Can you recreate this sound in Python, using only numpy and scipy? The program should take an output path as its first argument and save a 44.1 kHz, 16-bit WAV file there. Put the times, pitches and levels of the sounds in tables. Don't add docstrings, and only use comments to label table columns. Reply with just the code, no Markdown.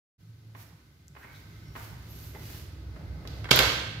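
import sys
import numpy as np
from scipy import signal
from scipy.fft import rfft, irfft, next_fast_len
from scipy.io import wavfile
from scipy.ndimage import uniform_filter1d

SR = 44100
rng = np.random.default_rng(int(sys.argv[2]) if len(sys.argv) > 2 else 0)


def output_pcm(signal):
    pcm = np.clip(np.atleast_2d(signal).T, -1, 1) * 32767
    wavfile.write(sys.argv[1], SR, np.round(pcm).astype(np.int16))


N = 176400
T = np.arange(N) / SR

# frequency in Hz, relative level in dB.
TICK = [(100, -43), (3000, -20), (7000, -31), (9500, -46), (11000, 8.5), (13500, 17), (14800, 14),
        (16000, -5)]


def bolt():
    # start in seconds, chatter length in seconds, relative levels of
    # panel, steel and tick in dB, lean to the right in dB.
    hits = [(3.4429, 0.0026, -58.5, -67, -95, 14), (3.453, 0.0037, -58, -70, -98, 0),
            (3.488, 0.0076, -53.5, -65.5, -88, 6), (3.5063, 0.00252, -52, -53, -69, -4),
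            (3.5098, 0.0012, -43, -36.5, -50, 12), (3.5122, 0.0035, -33.5, -32, -53, 12),
            (3.527, 0.006, -51, -41, -74, -8), (3.5603, 0.00031, -48.5, -67, -43, 10.5),
            (3.572, 0.005, -39.5, -46.5, -67, -6), (3.5898, 0.00199, -46.5, -34.5, -44, 9.5),
            (3.5974, 0.0091, -37.5, -61, -67, -1)]
    # frequency in Hz, relative level in dB.
    panel_tone = [(25, -31), (40, -16), (56, -8.5), (80, -16), (122, 0.5), (200, -8), (330, -4),
                  (520, -2.5), (720, -6), (1000, -3), (1500, -1), (2200, -6.5), (3200, -26.5), (6000, -22),
                  (16000, -102)]
    steel_tone = [(100, -33.5), (1200, -12), (2300, 2), (3200, 5), (4300, 3.5), (5200, 0.5), (7000, -6),
                  (8700, -16.5), (11000, -13), (16000, -41)]
    # pitch in Hz, relative energy in dB, t60 in seconds.
    rings = [(56.8, -16.5, 0.5), (126, -15.5, 0.33), (273, -20.5, 0.17), (459, -19, 0.47), (536, -21, 0.52),
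             (1257, -26, 0.28), (1538, -11.5, 0.031), (1573, -18, 0.98), (2016, -17, 0.25),
             (2226, -10, 0.03), (2254, -18, .45), (2730, -14.5, 0.048), (3274, -12.5, 0.039),
             (3410, -26, 0.54), (3885, -19, 0.16), (4270, -21, 0.072)]
    panel, steel, tick = body(panel_tone), body(steel_tone), body(TICK)
    t = T[:SR]
    modes = np.array([undb(db) * unit_energy(die_away(t, t60)) * np.exp(2j * np.pi * hz * t)
                      for hz, db, t60 in rings])
    ear_phases = np.exp(2j * np.pi * np.outer([0, .0001], [hz for hz, _, _ in rings]))
    out = np.zeros((2, N))
    for start, length, panel_db, steel_db, tick_db, right_db in hits:
        wood, metal, edge = undb(panel_db) * panel, undb(steel_db) * steel, undb(tick_db) * tick
        phases = ear_phases * np.exp(2j * np.pi * rng.random(len(rings)))
        force = undb(1) * np.hypot(undb(panel_db), undb(steel_db))
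        ring = np.sqrt(2) * force * (phases @ modes).imag
        blow = np.pad(wood + metal + undb(-3) * edge, (0, len(t) - len(panel)))
        tail = through(blow + undb(-6) * ring[0], room())
        tail[:, :len(t)] += ring * pan(right_db / 2)
        first = int((start + length / 2) * SR)
        tail = tail[:, :N - first]
        out[:, first:first + tail.shape[1]] += tail
        chatter = contact(start, length, decay_s=0.0023)
        out += through(chatter, wood + (metal + edge) * pan(right_db))
    return out * np.sqrt(SR)


def footsteps(walls):
    # start in seconds, length in seconds, relative level in dB.
    steps = [(.549, 0.0027, -65.5), (1.151, 0.0016, -70.5), (1.164, 0.0051, -65), (1.243, 0.01, -65.5),
             (1.753, 0.0013, -61), (1.7605, 0.0022, -57)]
    # frequency in Hz, relative level in dB.
    tone = [(60, -41), (250, -1.5), (500, -3), (900, 1), (1600, -0.5), (2400, -6), (4000, -18), (8000, -39),
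            (16000, -50)]
    return soft_blows(steps, tone, walls)


def door_knocks(walls):
    # start in seconds, length in seconds, relative level in dB.
    knocks = [(2.349, 0.001, -62), (2.961, 0.0064, -64), (3.252, 0.00098, -61)]
    # frequency in Hz, relative level in dB.
    tone = [(60, -13), (250, 5.5), (550, 2.5), (850, -6.5), (1100, -4), (2000, -6), (4000, -25),
            (16000, -42)]
    return soft_blows(knocks, tone, walls)


def soft_blows(events, tone, walls):
    bursts = sum(undb(db) * contact(start, length, decay_s=.005) for start, length, db in events)
    slaps = through(bursts, body(tone)) * np.sqrt(SR)
    return slaps + undb(2) * through(slaps, walls)


def scuffs(walls):
    # peak time, rise and fall in seconds, relative level in dB, treble in dB.
    strokes = [(.615, 0.034, 0.015, -53, 2.5), (1.21, 0.038, 0.047, -64, 4), (1.36, 0.05, 0.055, -55.5, -4),
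               (1.52, 0.051, 0.2, -58, -7), (1.765, 0.0055, .02, -57, 3), (1.83, 0.049, 0.046, -54, 3.5),
               (2.02, 0.095, 0.14, -56.5, -6.5), (2.25, 0.097, 0.029, -53.5, 2.5),
               (2.52, 0.11, 0.069, -46.5, -0.5), (3.36, 0.049, 0.073, -52, -11)]
    # frequency in Hz, relative level in dB.
    tone = [(100, 6), (500, -6.5), (1400, -6), (2200, -4.5), (3000, -5), (4500, -4), (6500, -7),
            (8700, -13), (11000, -7), (14500, -3.5), (16000, -8)]
    grains = unit(through(diffuse(grain_db=7), body(tone)))
    dull = signal.sosfiltfilt(signal.butter(2, 6000, fs=SR, output="sos"), grains)
    out = 0
    for peak, rise, fall, db, treble_db in strokes:
        swell = np.exp(-.5 * ((T - peak) / np.where(T < peak, rise, fall)) ** 2)
        out += undb(db) * swell * (dull + undb(treble_db) * (grains - dull))
    return out + undb(-3) * through(out, walls)


def rubs(walls):
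    # peak time and spread in seconds, pitch in Hz, glide in Hz per second,
    # bandwidth in Hz, level in dB.
    slips = [(1.236, 0.012, 1798, 3000, 503, -50.5), (1.32, .05, 2220, 305, 68.6, -61),
             (1.335, 0.035, 1543, 297, 60, -59), (1.357, 0.015, 3800, 0, 890, -61),
             (1.69, 0.038, 5500, 2003, 200, -68), (2.362, 0.009, 834, -2, 145, -51.5),
             (2.364, .01, 2030, 0, 58.4, -54), (3.0, 0.041, 616, -11, 397, -56.5),
             (3.33, 0.18, 596.7, 8.5, 458, -57.5)]
    out = np.zeros(N)
    for peak, span, hz, glide, width, db in slips:
        active = abs(T - peak) < 4 * span
        t = T[active] - peak
        noise = rng.standard_normal((2, N))[:, active]
        rough = unit(uniform_filter1d(noise, max(int(SR / width), 1), axis=1))
        phase = 2 * np.pi * (hz * t + glide * t ** 2 / 2)
        swell = undb(db) * np.exp(-.5 * (t / span) ** 2)
        out[active] += swell * (rough[0] * np.cos(phase) + rough[1] * np.sin(phase))
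    return out + undb(-5) * through(out, walls)


def squeak(walls):
    # time in seconds, fundamental in Hz, relative level in dB.
    path = [(2.088, 5980, -60), (2.11, 6390, -56), (2.17, 5890, -68), (2.22, 6280, -59), (2.26, 6300, -59),
            (2.31, 6200, -78), (2.36, 5900, -82)]
    jitter = .045
    spots = 0
    for _ in range(3):
        waver = unit(uniform_filter1d(rng.standard_normal(N), size=500))
        phase = 2 * np.pi * np.cumsum(curve(path) * (1 + jitter * waver)) / SR
        spots += np.sin(2 * phase) + undb(-14) * np.sin(phase)
    out = spots * undb(curve(path, column=2)) * (T > path[0][0]) * (T < path[-1][0])
    return undb(-6) * out + through(out, walls)


def clicks(walls):
    # start in seconds, decay in seconds, level in dB, ring in Hz, room send in dB.
    snaps = [(1.0817, 0.00042, -76, 6700, -11), (3.2744, 0.0029, -66, 4100, -1.5)]
    width_hz = 2550
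    direct = send = 0
    for start, decay, db, hz, room_db in snaps:
        band = signal.butter(2, [hz - width_hz / 2, hz + width_hz / 2], "band", fs=SR, output="sos")
        ring = unit_energy(signal.sosfilt(band, signal.unit_impulse(4096)))
        click = undb(db) * np.sqrt(SR) * through(contact(start, 0, decay), ring + undb(-11) * body(TICK))
        direct += click
        send += undb(room_db) * click
    return direct + through(send, walls)


def engine():
    # centre in Hz, nominal width in Hz.
    booms = [(56, 3.7), (68, 5.9), (108, 9.7), (145, 18)]
    # time in seconds, then each boom's level in dB, lowest boom first.
    levels = [(.2, -87, -90, -50.5, -58), (.55, -78, -69, -48.5, -58), (.7, -78, -66, -54.5, -57),
              (.84, -74, -64, -63.5, -62), (1.25, -71, -58, -60.5, -56.5), (1.5, -63, -57, -48.5, -55),
              (1.72, -51.5, -54.5, -50, -53), (1.95, -58, -49.5, -43.5, -52.5), (2.3, -57, -50, -48, -52.5),
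              (2.55, -55, -51, -46, -49.5), (2.7, -59, -48, -49.5, -54.5), (3.05, -61, -38, -49.5, -48),
              (3.35, -47, -43.5, -42, -46.5), (3.75, -54, -40, -41.5, -47), (4.0, -62, -52.5, -41, -44)]
    # time in seconds, level against the beats in dB.
    rumble = [(.6, 1), (1.2, 4)]
    beat_hz, wander = 21.88, 0.012
    drift = unit(uniform_filter1d(rng.standard_normal(N), size=12000))
    cycles = np.cumsum(beat_hz * (1 + wander * drift)) / SR
    beats = unit(np.diff(np.floor(cycles), prepend=0))
    drive = rfft(beats + undb(curve(rumble)) * diffuse())
    hz = np.fft.rfftfreq(N, 1 / SR) + 1
    out = 0
    for column, (centre, width) in enumerate(booms, start=1):
        detuning = (hz / centre - centre / hz) * centre / (2 * width)
        boom = irfft(drive / (1 + 1j * detuning) ** 2, N)
        power = uniform_filter1d(np.mean(boom ** 2, axis=0), size=11000)
        out += boom / np.sqrt(power) * undb(curve(levels, column))
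    return out


def outdoor_wash():
    # frequency in Hz, relative level in dB.
    tone = [(20, -30), (36, -31), (50, -2.5), (90, 12), (170, -7.5), (300, -1.5), (500, -12.5),
            (900, -17.5), (1500, -19), (3000, -25.5), (4500, -22.5), (7000, -35.5), (8700, -43),
            (11000, -38), (15000, -37)]
    # time in seconds, level in dB.
    level = [(.2, -65), (.5, -57.5), (1.0, -62), (1.5, -54), (2.2, -49.5), (2.8, -48.5), (3.3, -46),
             (4.0, -47.5)]
    return unit(through(diffuse(), body(tone))) * undb(curve(level))


def room_tone():
    # centre in Hz, half-width in Hz, relative level in dB.
    hollows = [(1283, 36, 0), (1523, 45, 4), (2070, 81, 3.5), (4000, 130, -19)]
    # time in seconds, relative level in dB.
    level = [(.2, -83), (1.1, -78.5), (1.5, -68.5), (2.8, -72.5), (3.4, -65)]
    # frequency in Hz, relative level in dB.
    hiss_tone = [(100, -23), (1500, -6.5), (4500, -3.5), (7000, -9.5), (8700, -16.5), (11000, -9.5),
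                 (15000, -12.5)]
    hz = np.fft.rfftfreq(N, 1 / SR)
    peaks = sum(undb(db) / np.sqrt(width) / (1 + ((hz - centre) / width) ** 2)
                for centre, width, db in hollows)
    hollow = unit(irfft(rfft(diffuse()) * peaks, N)) * undb(curve(level))
    hiss = unit(through(diffuse(), body(hiss_tone)))
    return undb(5.5) * hollow + undb(-68.5) * hiss


def room():
    # frequency in Hz, t60 in seconds.
    decays = [(60, 0.13), (250, 0.77), (600, 0.88), (1400, 0.9), (2800, 0.97), (4000, 0.9), (5500, 0.73),
              (8000, 0.76), (12000, 0.54), (16000, 0.37)]
    length_s, build_s, early_s, lean_hz = 1.3, 0.013, 0.0064, 1100
    size = next_fast_len(int(length_s * SR))
    t, hz = T[:size], np.fft.rfftfreq(size, 1 / SR)
    noise = rfft(rng.standard_normal((2, size)))
    centres = np.log([centre for centre, _ in decays])
    tail = sum(irfft(noise * np.interp(np.log(hz + 1), centres, share), size) * die_away(t, t60)
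               for share, (_, t60) in zip(np.eye(len(centres)), decays))
    early = rng.standard_normal((2, size)) * t * np.exp(-2 * t / early_s)
    echoes = unit_energy(tail * (1 - np.exp(-t / build_s))) + undb(-4.5) * unit_energy(early)
    echoes = spread(echoes) * np.sqrt(np.mean(echoes ** 2))
    treble_lean = pan(right_db=6) ** (hz ** 2 / (hz ** 2 + lean_hz ** 2))
    return irfft(rfft(echoes) * treble_lean, size)


def contact(start, length, decay_s, size=2048, lead=64):
    t = T[:size] - lead / SR
    shape = np.exp(-np.maximum(t - length, 0) / (2 * decay_s)) * (t >= 0)
    burst = noise_pair(size, grain_db=2.5)
    for _ in range(4):
        spectrum = rfft(burst * shape)
        burst = irfft(spectrum / np.sqrt(uniform_filter1d(abs(spectrum) ** 2, size=5) + 1e-12))
    first = max(int(start * SR) - lead, 0)
    return np.pad(unit_energy(spread(burst * shape)), ((0, 0), (first, N - size - first)))


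def body(tone, size=4096):
    hz, db = np.array(tone).T
    spectrum_db = np.interp(np.log(np.fft.rfftfreq(size, 1 / SR) + 1), np.log(hz), db)
    cepstrum = irfft(np.log(undb(spectrum_db)))
    cepstrum[1:size // 2] *= 2
    cepstrum[size // 2:] = 0
    return unit_energy(irfft(np.exp(rfft(cepstrum))))


def noise_pair(size, grain_db):
    noise = rng.standard_normal((3, size))
    return noise[:2] * undb(grain_db * noise[2])


def diffuse(grain_db=0):
    return spread(noise_pair(N, grain_db))


def spread(pair, split_hz=590):
    mid, side = rfft(pair)
    size = pair.shape[1]
    alike = .98 / (1 + (np.fft.rfftfreq(size, 1 / SR) / split_hz) ** 4)
    return unit(irfft(mid * np.sqrt(1 + alike) + side * np.sqrt(1 - alike) * [[1], [-1]], size))


def through(x, response):
    return signal.oaconvolve(np.atleast_2d(x), np.atleast_2d(response), axes=-1)[:, :N]


def curve(table, column=1):
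    columns = np.array(table).T
    return np.interp(T, columns[0], columns[column])


def die_away(t, t60):
    return np.exp(-np.log(1000) * t / t60)


def pan(right_db):
    return undb(np.array([[-right_db], [right_db]]) / 2)


def undb(db):
    return 10 ** (np.asarray(db) / 20)


def unit(x):
    return x / np.sqrt(np.mean(x ** 2))


def unit_energy(x):
    return x / np.sqrt(np.sum(x ** 2, axis=-1, keepdims=True))


def scene():
    walls = room()
    blows = undb(-5.5) * (footsteps(walls) + door_knocks(walls)) + undb(-5) * bolt()
    movement = undb(-2) * scuffs(walls) + rubs(walls) + squeak(walls) + clicks(walls)
    outside = (engine() + outdoor_wash()) * pan(right_db=1.4)
    return blows + movement + outside + room_tone()


def record(dry):
    start_s, fade_s, top_hz = 0.18, 0.028, 15500
    fade_in = np.clip((T - start_s) / fade_s, 0, 1)
    lowpass = signal.ellip(8, .2, 70, top_hz, fs=SR, output="sos")
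    return signal.sosfilt(lowpass, np.tanh(dry * fade_in))


dry = scene()
out = record(dry)
output_pcm(out)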